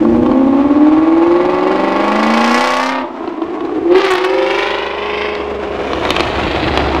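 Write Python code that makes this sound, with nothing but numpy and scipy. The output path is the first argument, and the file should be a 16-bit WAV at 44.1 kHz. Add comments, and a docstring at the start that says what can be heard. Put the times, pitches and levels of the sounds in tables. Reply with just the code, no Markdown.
"""The uneven burble of a V8 coupe is heard first, pulling away along a suburban road in a light wind.
It lifts off for a gear change, pulls again and lifts once more with exhaust pops, as a second car comes
the other way. Firing pulses excite pipe modes, gas noise and engine orders; road, verge and street
reflect them. Filtered noise makes the wind and the road's background, a sine the second car's hum.
The microphone input clips on the sharpest pulses."""
import sys
import numpy as np
from scipy import signal
from scipy.io import wavfile
from scipy.ndimage import uniform_filter1d

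SR = 44100
rng = np.random.default_rng(int(sys.argv[2]) if len(sys.argv) > 2 else 0)


def to_wav(sig):
    """Store sig (one row per channel, or 1-D mono) as 16-bit WAV at the path in sys.argv[1].

    Samples outside -1..1 are clipped; the rate is SR.
    """
    pcm = np.clip(np.atleast_2d(sig), -1, 1) * 32767
    pcm = np.round(pcm).astype(np.int16)
    wavfile.write(sys.argv[1], SR, pcm.T)  # frames by channels


N = 308700  # samples: 7 s


def amp(db):
    """Level to amplitude ratio: 20 dB is a factor of ten."""
    return 10 ** (np.asarray(db) / 20)


def seconds():
    """Uniform sampling: the time of each sample."""
    return np.arange(N) / SR


def evened(x):
    """Normalization: scales to rms 1."""
    return x / np.sqrt(np.mean(x ** 2) + 1e-20)


def steady(x):
    """Automatic levelling: holds the running rms near 1, so that a level curve sets the loudness."""
    power = uniform_filter1d(uniform_filter1d(x ** 2, size=6000), size=6000)
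    return x / np.sqrt(abs(power) + 1e-20)


def curves(table):
    """Linear interpolation: every column after the time, one value a sample."""
    time_s, *columns = np.transpose(table)
    return [np.interp(seconds(), time_s, column) for column in columns]


def smooth_noise(size):
    """Moving average of white noise: slow random swells of rms 1."""
    return evened(uniform_filter1d(rng.standard_normal(N), size=size))


def coloured(x, points):
    """Minimum-phase filtering: a causal response whose gain follows (frequency_hz, gain_db) points."""
    frequency_hz, gain_db = np.transpose(points)
    grid_hz = np.fft.rfftfreq(4096, 1 / SR) + 1
    grid_db = np.interp(np.log(grid_hz), np.log(frequency_hz), np.maximum(gain_db, -90))
    half = grid_db * np.log(10) / 20  # log magnitude
    full = np.concatenate([half, half[-2:0:-1]])
    # the phase is the Hilbert transform of the log magnitude
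    taps = np.fft.ifft(np.exp(np.conj(signal.hilbert(full)))).real[:2048]
    return signal.oaconvolve(x, taps)[:N]


def high_pass(x, order, hz):
    """Butterworth filtering: attenuates what lies below the cutoff."""
    return signal.sosfilt(signal.butter(order, hz, "high", fs=SR, output="sos"), x)


def clicks(at, size):
    """Fractional delay: each impulse is shared by two samples, so that even spacing stays even."""
    whole = at.astype(int)
    part = at - whole
    return np.bincount(whole, size * (1 - part), N + 1)[:N] + np.bincount(whole + 1, size * part, N + 1)[:N]


# Wind level: time_s [s], level_db [dB rms, before the puffs]
WIND_LEVEL = [(0.0, -30), (0.13, -26), (0.58, -34), (2.55, -43), (2.96, -50.5), (3.9, -39), (4.17, -62),
              (6.57, -23), (7.0, -26)]
# Spectrum of turbulence at the microphone: frequency_hz [Hz], gain_db [dB, relative]
GUST_COLOUR = [(10, -29.5), (30, -10), (65, -1), (130, -4), (180, -3), (1000, -79.5)]
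# Puffs of wind: start_s [s], strength_db [dB, relative]
BUFFETS = [(0.13, -15), (0.21, -18), (0.62, -24.5), (0.961, -33), (1.44, -24)]
BUFFET_MS = 8.7  # time constant of each puff's rise and fall


def wind():
    """Turbulent pressure on the microphone: lumpy low noise with a few stronger puffs."""
    lumps = smooth_noise(2500)
    swell = 0
    for start_s, strength_db in BUFFETS:
        from_peak_ms = abs(seconds() - start_s - .02) * 1000
        swell = swell + amp(strength_db) * np.exp(-from_peak_ms / BUFFET_MS)
    turbulence = amp(4.0 * lumps) * coloured(rng.standard_normal(N), GUST_COLOUR)
    return (amp(curves(WIND_LEVEL)[0]) + .5 * swell) * steady(turbulence)


# Broadband road and background noise: time_s [s], level_db [dB, about which it fluctuates]
BACKGROUND_LEVEL = [(0, -30), (2.9, -26.5), (3.1, -34), (4.2, -30), (5.4, -29.5), (6.2, -20), (7, -21)]
# Spectrum of that noise: frequency_hz [Hz], gain_db [dB, relative]
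BACKGROUND_COLOUR = [(60, -22.5), (110, -29), (180, -4.5), (320, -7), (700, 3.5), (1200, -3.5),
                     (2500, -11.5), (4500, -24.5), (8000, -38.5), (16000, -75)]


def background():
    """Broadband random noise: road and background throughout, swelling as the second car approaches."""
    lumps = smooth_noise(900)
    noise = evened(coloured(rng.standard_normal(N), BACKGROUND_COLOUR))
    return amp(curves(BACKGROUND_LEVEL)[0] + 1.8 * lumps) * noise


# Engine of the oncoming car: time_s [s], pitch_hz [Hz], level_db [dB rms]
ONCOMING_HUM = [(4.15, 79.3, -49), (5.67, 70.1, -35.5), (7.0, 69.8, -23.5)]


def oncoming():
    """Periodic source: a sinusoidal engine hum, sinking in pitch as the car slows."""
    pitch_hz, hum_db = curves(ONCOMING_HUM)
    fade = np.clip((seconds() - 4.15) / 0.17, .0, 1)
    return np.sqrt(2) * amp(hum_db) * fade * np.sin(2 * np.pi * np.cumsum(pitch_hz) / SR)


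STREET_T60_S, STREET_DB = .3, -15  # kerbs, trees and shop fronts: 60 dB decay time, level of the tail


def street(x):
    """Reverberation: sparse decaying echoes of random sign, duller than the direct sound."""
    at = np.arange(300, 20000, 22)
    taps = np.zeros(20100)
    sign = rng.choice([-1., 1.], len(at))
    taps[at + rng.integers(0, 22, len(at))] = sign * amp(-60 * at / SR / STREET_T60_S)
    taps = signal.lfilter([1], [1, -.6], taps)
    return signal.oaconvolve(x, taps / np.linalg.norm(taps))[:N]


NEAR_M, TURN_S, RECEDE_M_PER_S = 20, 2.7, 7.0  # abreast until TURN_S, then drawing away


def distance():
    """Uniform motion: metres from tailpipe to microphone."""
    return NEAR_M + RECEDE_M_PER_S * np.maximum(seconds() - TURN_S, 0)


def echo(x, lag_ms, strength):
    """Reflection as a delayed copy: x arrives later and weaker, at a strength of 0.95 at most."""
    source_sample = np.arange(N) - lag_ms * SR / 1000
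    return np.clip(strength, .0, .95) * np.interp(source_sample, np.arange(N), x)


# Bounce off the road: time_s [s], strength [0-1, capped by echo]
ROAD_BOUNCE = [(0, 0.98), (2.7, 0.72), (3.3, 0.77), (5.8, 0.48), (7, 0.16)]
BOUNCE_MS_M = 70.85  # lag times distance [ms m]: the lag shrinks with distance


def road(x):
    """Interference with the ground reflection; rough asphalt scatters its treble."""
    bounce = echo(x, BOUNCE_MS_M / distance(), curves(ROAD_BOUNCE)[0])
    return x + signal.lfilter([.4], [1, -.6], bounce)


# Shorter bounce off the verge: time_s [s], lag_ms [ms], strength [0-1]
VERGE_BOUNCE = [(0, 0.58, 0.25), (3.9, 0.24, 0), (4.3, 0.38, 0.24), (4.75, 0.3, 0.32), (5.0, 0.34, 0.45),
                (5.35, 0.37, 0.67), (7, 0.24, 0.4)]


def verge(x):
    """Comb filtering: a shorter bounce off the verge hollows the treble."""
    return x + echo(x, *curves(VERGE_BOUNCE))


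def puffs(train, ms):
    """Turbulent jet noise: each click releases a burst of noise that decays exponentially."""
    envelope = signal.lfilter([1], [1, -np.exp(-1000 / (ms * SR))], train)
    return envelope * rng.standard_normal(N)


def ring(x, hz, width):
    """Damped resonance: one mode of given frequency and bandwidth (Hz), struck by x."""
    t = np.arange(3000) / SR
    return signal.oaconvolve(x, width * np.exp(-np.pi * width * t) * np.cos(2 * np.pi * hz * t))[:N]


BOOM_HZ, BOOM_WIDTH_HZ = 308.3, 92  # lowest pipe mode: frequency, width of its narrower resonance


def thud(train, width):
    """Cascaded resonance: the lowest pipe mode, with steep flanks and little beneath it."""
    above = high_pass(train, 4, 240)
    return -ring(ring(above, BOOM_HZ, width), BOOM_HZ, 3.87 * width)


# Overtones of the exhaust pipe: frequency_hz [Hz], gain_db [dB, relative]
PIPE_COLOUR = [(250, -18), (420, -4.5), (560, 0.0), (1100, 4), (1300, -2), (1550, -14.5), (2200, -43),
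               (5000, -96)]


def pipe(train):
    """Pipe resonance: overtones of the pulses, which reach the microphone as pressure dips."""
    return -coloured(train, PIPE_COLOUR)


# Harder firings, and unburnt fuel going off in the pipe:
# start_s [s], blow_db [dB, relative], treble_db [dB, drive of the crack against that of the thump]
POPS = [(0.051, -1.5, -23), (0.147, -6, -25), (0.262, -3, -13.5), (0.315, -2, -14), (0.547, -10.5, -18),
        (0.611, -11, -16), (0.869, -6, -11.5), (0.966, -7.5, -13), (1.015, -17, -11), (1.123, -14, -8),
        (1.45, -8.5, -10), (1.488, -6, -20), (1.61, -7, -9), (3.224, -16, -29), (3.242, -7.5, -32),
        (3.276, -5.5, -12), (3.419, -3.5, -18), (3.574, -10, -27), (3.607, -7.5, -11), (3.651, -13, -8),
        (3.673, -14, -21), (3.694, -7, -33), (3.784, -12, -29), (5.352, -9.5, 5), (5.404, -6.5, -14),
        (5.933, 0.5, -3), (6.052, 0, -1), (6.092, -2, -3), (6.1055, 5.5, 2.5), (6.165, 1.5, 2.5),
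        (6.197, 1, 0), (6.2053, 4.5, 4), (6.7745, 8, -1.5), (6.948, 2, -6), (6.964, 3, -26)]
# Spectrum of a pop's crack: frequency_hz [Hz], gain_db [dB, relative]
CRACK_COLOUR = [(500, -15.5), (1200, -5), (2500, 5), (4000, 0), (6000, -18.5), (10000, -36), (16000, -48)]
CRACK_MS = 2.5  # decay time constant of the crack's noise


def pops():
    """Impulsive excitation: each blow thumps the pipe modes, with a short crack on top."""
    start_s, blow_db, treble_db = np.transpose(POPS)
    blows = clicks(start_s * SR, amp(blow_db))
    cracks = clicks(start_s * SR, amp(blow_db + treble_db))
    one = clicks(np.array([.0]), np.array([1.]))  # reference impulse for the peak levels
    thump = 0.5 * thud(blows, 63) / thud(one, 150).max() + .5 * pipe(blows) / pipe(one).max()
    crack = coloured(0.28 * puffs(cracks, CRACK_MS) - cracks, CRACK_COLOUR)
    crack = crack / coloured(one, CRACK_COLOUR).max()
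    return road(thump + 0.32 * crack)


# Combustion, steady under load and ragged with the throttle shut: time_s [s], unevenness [0-1]
UNEVEN = [(0, .3), (.3, .15), (3.0, .11), (3.08, .5), (3.8, .5), (3.95, .15), (4.2, .1), (5.3, .15),
          (5.5, .3), (5.8, .3), (5.95, .55), (7, .6)]
# Pulse of each cylinder in firing order; unequal manifolds favour some: level_db [dB, relative]
CYLINDER_DB = [3.5, 1.5, 0.5, -6.5, 2.5, 5.5, 2, 1]
# How far each cylinder's pulse steepens into a crack, in firing order: level_db [dB, relative]
SHOCK_DB = [-10, -16, -8, -11, -18, -18, 0, -4]
# Bank of each cylinder in firing order, from the cross-plane crank's uneven turn-taking: far [0 or 1]
FAR_BANK = [0, 0, 1, 0, 1, 1, 0, 1]
# Far bank's tailpipe against the near one, furthest apart with the car side-on:
# time_s [s], lag_ms [ms], level_db [dB]
BANK = [(0, 0.21, 2), (1.5, 0.41, 4.5), (2.3, 0.46, 2), (3.0, 0.5, 2.5), (4.0, .25, 2.5)]


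def firings(cycles, spread_db=5.5, jitter=.55):
    """Cyclic variation: one pulse and one crack a firing, sized by manifold and luck of combustion."""
    count = np.arange(3, int(8 * cycles[-1]) - 1)  # eight firings a four-stroke cycle
    cylinder = count % 8
    when = np.interp(count, 8 * cycles, np.arange(N)).astype(int)
    uneven, bank_ms, bank_db = (c[when] for c in curves(UNEVEN) + curves(BANK))
    luck = np.clip(rng.standard_normal((len(count), 3)), -1.8, 1.8)
    far = np.array(FAR_BANK)[cylinder]
    luck_db = spread_db * uneven * luck[:, 0]
    place = count + .3 + jitter * uneven ** 2 * luck[:, 1]
    at = np.interp(place, 8 * cycles, np.arange(N)) + far * bank_ms * SR / 1000
    pulses = clicks(at, amp(np.array(CYLINDER_DB)[cylinder] + far * bank_db + luck_db))
    cracks = clicks(at, amp(np.array(SHOCK_DB)[cylinder] + .6 * luck_db + 1.5 * luck[:, 2]))
    return pulses, cracks


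# Pure tones: order [multiples of the cycle rate]
ORDERS_HEARD = (14, 15, 16, 20, 22, 24, 32)
# Strength of each order: level_db [dB, relative]
ORDER_DB = [-10.5, -14, 0, -8, -8, 2, -7.5]
BEHIND_S = 4  # from behind the car the tones balance otherwise
# Change of each order after BEHIND_S: change_db [dB]
BEHIND_DB = [1, 6, -1, -7, 6, -3.5, 3]
# What the silencer lets through of a tone: frequency_hz [Hz], gain_db [dB, relative]
SILENCER = [(190, -42), (225, -13.5), (260, -11.5), (290, -11.5), (330, -20.5), (365, -21.5), (395, -33),
            (450, -44.5), (530, -23.5), (590, -33), (660, -33.5), (1100, -52)]
# How hard the engine drives its orders: time_s [s], drive_db [dB, relative]
LOAD = [(0, -3.5), (2.0, -2), (3.0, -11), (3.15, -42), (3.72, -30), (3.85, -16), (3.915, 7), (3.965, 2),
        (4.03, 1.5), (4.12, -8), (4.4, 5), (4.6, -0.5), (4.9, -4), (5.35, -8), (5.751, -20), (5.9, -40),
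        (7, -37)]
# Tone of the firing rate, heard as the tailpipes swing round in the first pull:
# time_s [s], level_db [dB rms, before the road bounce]
FIRING_TONE = [(0, -43.5), (1.2, -40), (2.0, -35), (2.3, -20.5), (2.9, -28), (3.03, -26.5), (3.15, -67.5)]
TONE_BOUNCE = 0.86  # strength 0-1: long waves come off the road almost whole
WAVER_DB = 5  # rms waver of the tones, scaled by the unevenness


def tones(hz, cycles):
    """Order analysis: harmonics swell through the silencer's pass band and the road's interference."""
    filter_hz, filter_db = np.transpose(SILENCER)
    waver = rng.standard_normal((2, len(ORDERS_HEARD), N))
    waver = uniform_filter1d(uniform_filter1d(waver, size=900), size=600)
    waver = curves(UNEVEN)[0] * evened(waver)
    behind = np.arange(N) > BEHIND_S * SR
    orders = 0
    for k, own_db, turn_db, level_waver, phase_waver in zip(ORDERS_HEARD, ORDER_DB, BEHIND_DB, *waver):
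        passed_db = np.interp(np.log(k * hz), np.log(filter_hz), filter_db)
        level_db = own_db + passed_db + WAVER_DB * level_waver + behind * turn_db
        orders = orders + amp(level_db) * np.cos(2 * np.pi * k * cycles + .8 * phase_waver)
    firing = amp(curves(FIRING_TONE)[0]) * np.cos(16 * np.pi * cycles)
    direct = orders * amp(curves(LOAD)[0]) + firing
    return np.sqrt(2) * (direct + echo(direct, BOUNCE_MS_M / distance(), TONE_BOUNCE))


# Bark as the throttle snaps open: time_s [s], depth_db [dB, relative]
BARK = [(3.86, -73), (3.92, -29), (3.96, -18.5), (4.06, -10), (4.16, -14), (4.25, -16), (4.32, -34),
        (4.8, -64)]
# Runs of dips that bite deeper: start_s [s], extra_db [dB, before smoothing], length_s [s]
CRACKLES = [(3.957, 8, .004), (3.982, 11.5, 0.0071), (4.005, 5.5, 0.0062), (4.016, 14, .005),
            (4.044, 7, 0.011), (4.063, 9, 0.0076), (4.104, 14, 0.022), (4.136, 15, 0.0051),
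            (4.152, 13, 0.0084), (4.18, 13, 0.0086), (4.24, 14.5, 0.014)]


def bark(cycles):
    """Wave steepening: each pipe wave sharpens to a dip, two a firing, wavering, deeper in short runs."""
    noise = rng.standard_normal((2, N))
    clumps, waver = (evened(uniform_filter1d(uniform_filter1d(v, size=200), size=100)) for v in noise)
    t = seconds()
    runs_db = sum(db * ((t > s) & (t < s + length)) for s, db, length in CRACKLES)
    runs_db = uniform_filter1d(runs_db, size=60)
    trough = 1 + np.cos(32 * np.pi * cycles + .2 * waver)  # zero at the bottom of each wave
    narrow = amp(1.5 * clumps + runs_db) * np.exp(-50 * trough) * 1.25
    broad = .8 * np.exp(-1.5 * trough)
    return -amp(curves(BARK)[0]) * high_pass(narrow + broad, 2, 200)


# First pull, lift-off, clutch bite, second pull, coast; the driveline surges as it winds up:
# time_s [s], cycle_hz [four-stroke cycles a second, Hz]
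CRANK = [(0, 13.7), (.11, 14.55), (.39, 16.6), (.5, 16.95), (1.19, 20.8), (1.46, 22.45), (1.6, 22.77),
         (1.68, 23.3), (1.79, 24.3), (1.92, 24.45), (2.21, 27.23), (2.47, 29.35), (2.63, 31.35),
         (2.77, 31.85), (2.91, 33), (2.98, 32.9), (3.13, 30), (3.6, 26.55), (3.8, 20.6), (3.87, 21),
         (4.0, 24.5), (4.04, 24.4), (4.16, 22.55), (4.31, 23.85), (4.44, 23.95), (4.62, 25.15),
         (4.74, 25.1), (4.91, 25.38), (5.05, 26.03), (5.3, 26.17), (5.42, 25.9), (5.7, 25.6), (7, 24)]
# Exhaust: time_s [s], rasp_db [gas rasp, dB rms], boom_db [lowest pipe mode, dB, relative],
# sizzle_db [shock-front sizzle, dB rms]
EXHAUST = [(0.0, -73, -9.5, -56.5), (0.3, -45.5, -9.5, -65.5), (0.94, -37.5, -10.5, -58.5),
           (1.97, -26, -13.5, -43.5), (2.55, -18.5, -19, -27.5), (2.88, -23, -34, -32.5),
           (2.99, -26.5, -22, -54), (3.1, -50.5, -24.5, -77), (3.88, -54.5, -12, -74),
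           (3.93, -27, -13.5, -65), (3.96, -21, -3.5, -42.5), (4.15, -27.5, -55, -43),
           (4.33, -26.5, -15.5, -44), (4.6, -19, -18.5, -39.5), (4.97, -28, -22.5, -57.5),
           (5.24, -22, -19, -49), (5.54, -40.5, -19.5, -90), (5.85, -33.5, -17, -51),
           (6.15, -27, -19.5, -43), (6.67, -23.5, -15.5, -48), (7.0, -30.5, -16.5, -74)]
# Spectrum of the gas rasp: frequency_hz [Hz], gain_db [dB, relative]
RASP_COLOUR = [(900, -23), (1500, 6), (2000, 7.5), (2800, 1), (3800, -4.5), (5000, -10), (7000, -46.5),
               (16000, -66.5)]
# Spectrum of the shock-front sizzle: frequency_hz [Hz], gain_db [dB, relative]
SIZZLE_COLOUR = [(3000, -14), (4200, 9), (5500, 5.5), (8500, -7.5), (11000, -14), (16000, -23.5)]
PIPE_DB, PIPE_PER_RASP = 3, 0.46  # overtones follow the rasp gently: offset dB, dB per dB
PIPE_LOSS_DB_PER_M = 0.4565
SHARP_M = 24  # beyond this, turbulence and scattering blur the cracks into hiss
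START_CYCLE = .3  # how far into its cycle the engine is at the start


def coupe():
    """Source and resonator: firing pulses excite pipe modes and release gas noise, beside pure tones."""
    rasp_db, boom_db, sizzle_db = curves(EXHAUST)
    pipe_db = PIPE_DB + PIPE_PER_RASP * rasp_db - PIPE_LOSS_DB_PER_M * distance()
    cycle_hz = curves(CRANK)[0]
    cycles = START_CYCLE + np.cumsum(cycle_hz) / SR
    train, cracks = firings(cycles)
    sharp = np.minimum(SHARP_M / distance(), 1) ** 2
    boom = thud(train, BOOM_WIDTH_HZ)
    overtones = pipe(train + .05 * curves(UNEVEN)[0] * puffs(train, 2.5))
    gas = .075 * puffs(.2 * train + cracks, 5.0)
    rasp = coloured(sharp * (-.3 * train - cracks) + gas, RASP_COLOUR)
    hiss = .065 * puffs(cracks, 4.5) + .03 * (1 - sharp) * puffs(cracks, 20.)
    sizzle = coloured(-sharp * cracks + hiss, SIZZLE_COLOUR)
    low = amp(boom_db - 3.5) * steady(road(boom)) + amp(pipe_db) * steady(road(overtones))
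    high = amp(rasp_db) * steady(verge(road(rasp))) + amp(sizzle_db) * steady(verge(sizzle))
    return tones(cycle_hz, cycles) + low + high + bark(cycles)


FADE_IN_S = .004


def scene():
    """Superposition: both cars, background and wind; the street answers the coupe alone."""
    car = coupe() + pops()
    fade = np.minimum(seconds() / FADE_IN_S, 1)
    return (fade * (car + amp(STREET_DB) * street(car) + oncoming() + background() + wind()))[None]


EDGE_HZ = 15700  # upper band limit


def record(dry):
    """Saturation: the input clips just under full scale, then a low-pass filter limits the band."""
    clipped = np.clip(dry, -.98, .98)
    low_pass = signal.firwin(1535, EDGE_HZ, window=("kaiser", 9), fs=SR)
    return signal.oaconvolve(clipped, low_pass[None], "same")


dry = scene()
out = record(dry)
to_wav(out)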